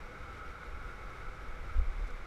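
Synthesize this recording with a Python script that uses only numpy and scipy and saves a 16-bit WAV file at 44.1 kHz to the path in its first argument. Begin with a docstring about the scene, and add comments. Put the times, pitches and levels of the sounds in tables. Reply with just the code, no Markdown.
"""A steady roar of furnace burners and fans fills a glass workshop: shaped noise with ringing ducts.
Through it a burner sings in four breathy, drifting resonances, and a fan bearing chirps faintly in short sine beads.
Low noise is air rumbling on the carried microphone; brief low-pitched swells are buffets and one soft, deep thump.
A momentary peak in the roar (a millisecond sine blip) and two faint scuffs (bright noise) barely rise out of it."""
import sys
import numpy as np
from scipy import signal
from scipy.fft import rfft, irfft
from scipy.io import wavfile
from scipy.ndimage import uniform_filter1d, map_coordinates

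SR = 44100
rng = np.random.default_rng(int(sys.argv[2]) if len(sys.argv) > 2 else 0)


def bounce(signal):
    """Save signal as a 16-bit WAV file at the path given by the first command-line argument."""
    frames = np.transpose(np.atleast_2d(signal))
    limited = np.clip(frames, -1, 1)
    pcm = np.round(limited * 32767).astype(np.int16)
    wavfile.write(sys.argv[1], SR, pcm)


N = 100018


def undb(db):
    """Decibels to amplitude gain."""
    return 10 ** (np.asarray(db) / 20)


def noise(gain):
    """Random noise of rms 1 whose amplitude spectrum follows gain(Hz)."""
    hz = np.arange(N // 2 + 1) * SR / N + 1e-6  # the offset keeps the logarithm of 0 Hz finite
    shaped = irfft(rfft(rng.standard_normal(N)) * gain(hz), N)
    return shaped / np.std(shaped)


def coloured(points):
    """Noise of rms 1, its spectrum drawn through (Hz, dB) points on a log frequency axis."""
    hz, db = np.array(points).T
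    return noise(lambda f: undb(np.interp(np.log(f), np.log(hz), db)))


def resonance(hz, width_hz):
    """Turbulence ringing a resonance with steep skirts, 6 dB down at width_hz either side."""
    return noise(lambda f: 1 / (1 + ((f - hz) / width_hz) ** 2))


def walk(rate_hz):
    """Slow random drift of rms 1, changing about rate_hz times a second."""
    return noise(lambda f: np.exp(-.5 * (f / rate_hz) ** 2) * (f > .1))


def roar():
    """Flames and fans make broad turbulent noise of flickering level, and the ducts ring steadily in it."""
    # relative spectrum of burners and fans: frequency_hz, density_db
    spectrum = [(20, -7), (60, -0.5), (110, 1), (165, -4), (230, -7), (370, -5.5), (560, -8), (700, -11),
                (980, -11), (1130, -5), (1600, -7), (1850, -14), (2050, -8.5), (2280, -9.5), (2650, -19),
                (3200, -22), (3750, -21), (4300, -26.5), (5500, -28), (6300, -31), (8000, -34.5),
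                (10000, -38.5), (12000, -40), (15000, -48)]
    # fan and duct resonances: frequency_hz, width_hz, level_db
    ducts = [(497, 29, -61.5), (631, 19, -74), (818, 64, -65.5), (1660, 12, -73), (1960, 12, -77.5),
             (2070, 38, -76), (2201, 33, -64.5), (3790, 48, -84.5)]
    level_db, flicker_db, flicker_hz = -50.5, 0.53, 8.7
    broad = coloured(spectrum) * undb(level_db + flicker_db * walk(flicker_hz))
    ringing = sum(undb(db) * resonance(hz, width_hz) for hz, width_hz, db in ducts)
    return broad + ringing


def burner(t):
    """Gas flow rings four close resonances that flutter and drift in pitch together."""
    # burner resonances ahead of pitch drift and swells: frequency_hz, width_hz, level_db
    modes = [(1287.5, 13.8, -59.5), (1336, 28, -60.5), (1382, 14, -62), (1461.6, 32, -60.5)]
    # the singing holds its pitch, sags once and recovers: time_s, pitch_ratio
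    sag = [(1.62, 1), (1.82, .968), (2.1, 1)]
    # swells of the singing: time_s, relative_level_db
    singing = [(0, -.5), (.12, -1), (.16, 4), (.21, -1), (.34, 1), (.44, 4.5), (.5, 1), (.6, 2.5),
               (.69, -.5), (.82, 2.5), (.92, 1.5), (.98, -2), (1.03, 3), (1.19, -1), (1.27, 2.5),
               (1.49, .5), (1.6, -3.5), (1.69, 1.5), (1.82, .5), (1.9, -7), (2.27, -4.5)]
    settle_s, steadiness = .09, .55  # steadiness 0 leaves the level free, 1 evens it out
    wander_ratio, wander_hz = 0.00315, 5.4
    flutter_db, flutter_hz = 1.1, 21

    ring = sum(undb(db) * resonance(hz, width_hz) for hz, width_hz, db in modes)
    # the singing sustains itself, so it seldom drops out
    power = uniform_filter1d(ring ** 2, int(settle_s * SR))
    ring = ring * (power.mean() / power) ** (steadiness / 2)

    pitch_ratio = np.interp(t, *np.array(sag).T) * (1 + wander_ratio * walk(wander_hz))
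    # reading the ringing faster or slower bends all four resonances together
    sung = map_coordinates(ring, [np.cumsum(pitch_ratio)], mode="mirror")
    strength_db = np.interp(t, *np.array(singing).T)
    return sung * undb(strength_db + flutter_db * walk(flutter_hz))


def bearing(t):
    """Faint high chirps with their octave, as of a dry fan bearing; they fade as the microphone turns away."""
    pitch_hz, level_db, octave_db = 5660, -74, -82  # levels ahead of the scatter and fade
    rate_hz, jitter_s, width_s, scatter_db = 15.5, .012, .005, 2.5
    wander_ratio = .004
    fade_start_s, fade_db_per_s = 1.5, 12

    chance = rng.standard_normal((int(t[-1] * rate_hz) + 1, 2))
    beads = 0
    for turn, (late, size) in enumerate(chance):
        age = t - turn / rate_hz - jitter_s * late
        beads = beads + undb(scatter_db * size) * np.exp(-.5 * (age / width_s) ** 2)

    phase = 2 * np.pi * pitch_hz * np.cumsum(1 + wander_ratio * walk(rate_hz)) / SR
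    tone = undb(level_db) * np.sin(phase) + undb(octave_db) * np.sin(2 * phase)
    fade = undb(-fade_db_per_s * np.maximum(t - fade_start_s, 0))
    return beads * tone * fade


def swell(age, hz, db, rise_s, decay_s):
    """A deep push on the microphone that swells and dies within a few cycles, bell-shaped in level."""
    width_s = np.where(age < 0, rise_s, decay_s)
    return undb(db) * np.cos(2 * np.pi * hz * age) * np.exp(-.5 * (age / width_s) ** 2)


def draught(t):
    """Eddies of air rumble on the microphone, and a few stronger ones buffet it."""
    # relative spectrum of air on the microphone: frequency_hz, density_db
    spectrum = [(5, 1), (12, 0), (33, 0), (48, -1), (65, -7), (78, -10.5), (95, -22.5), (160, -47),
                (400, -77)]
    # strength of that air: time_s, level_db
    gusts = [(0, -50.5), (.12, -57), (.21, -47), (.47, -44.5), (.55, -49.5), (.62, -51.5), (.74, -43.5),
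             (.85, -45.5), (.93, -49), (1.04, -43), (1.12, -49), (1.35, -44), (1.6, -41), (1.7, -39.5),
             (1.85, -39), (2.1, -42.5), (2.2, -42.5), (2.27, -46)]
    # buffets of air: peak_time_s, frequency_hz, peak_level_db, half_length_s
    buffets = [(.05, 25.7, -39.5, .02), (0.694, 46, -36.5, 0.014), (0.87, 38, -35.5, 0.015),
               (1.291, 28.2, -33.5, 0.017), (1.688, 42, -35.5, .014), (1.892, 23.1, -26, 0.019),
               (1.989, 32.8, -29.5, 0.023), (2.043, 35.6, -29.5, 0.02), (2.136, 30, -34.5, 0.021)]
    rumble = coloured(spectrum) * undb(np.interp(t, *np.array(gusts).T))
    pushes = sum(swell(t - at, hz, db, half_s, half_s) for at, hz, db, half_s in buffets)
    return rumble + pushes


def noise_peak(t):
    """A momentary peak in the roar, played as a millisecond sine blip."""
    start_s, pitch_hz, level_db, decay_s = .6328, 1420, -36.5, 0.0015
    age = np.maximum(t - start_s, 0)
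    return undb(level_db) * np.sin(2 * np.pi * pitch_hz * age) * np.exp(-age / decay_s)


def thump(t):
    """One soft, deep bump on the microphone, with a shorter, higher knock on top."""
    # the bump and its knock: frequency_hz, peak_level_db, rise_s, decay_s
    parts = [(25, -21, .024, .024), (63, -25, .017, .021)]
    peak_s = 1.792
    return sum(swell(t - peak_s, hz, db, rise_s, decay_s) for hz, db, rise_s, decay_s in parts)


def scuffs(t):
    """Brief bright rubs of friction noise, as of a hand on the blowpipe."""
    # faint scuffs: start_s, peak_level_db, rise_s
    rubs = [(2.07, -65.5, .005), (2.103, -65, .0025)]
    centre_hz, width_hz = 5940, 2700
    shape = 0
    for start_s, db, rise_s in rubs:
        age = np.maximum(t - start_s, 0) / rise_s
        shape = shape + undb(db) * age * np.exp(1 - age)  # peaks one rise time after the start
    return shape * resonance(centre_hz, width_hz)


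def scene():
    """Every source sums at one microphone."""
    t = np.arange(N) / SR
    steady = roar() + burner(t) + bearing(t) + draught(t)
    return (steady + noise_peak(t) + thump(t) + scuffs(t))[None]


def record(dry):
    """The sound opens and closes without a click, and a steep low-pass cuts the top treble."""
    edge_s, top_hz = .005, 15150
    t = np.arange(N) / SR
    ease = np.sin(np.pi / 2 * np.clip(np.minimum(t, t[-1] - t) / edge_s, 0, 1))
    low_pass = signal.ellip(10, .1, 80, top_hz, fs=SR, output="sos")  # order, ripple dB, rejection dB
    return signal.sosfilt(low_pass, dry * ease)


dry = scene()
out = record(dry)
bounce(out)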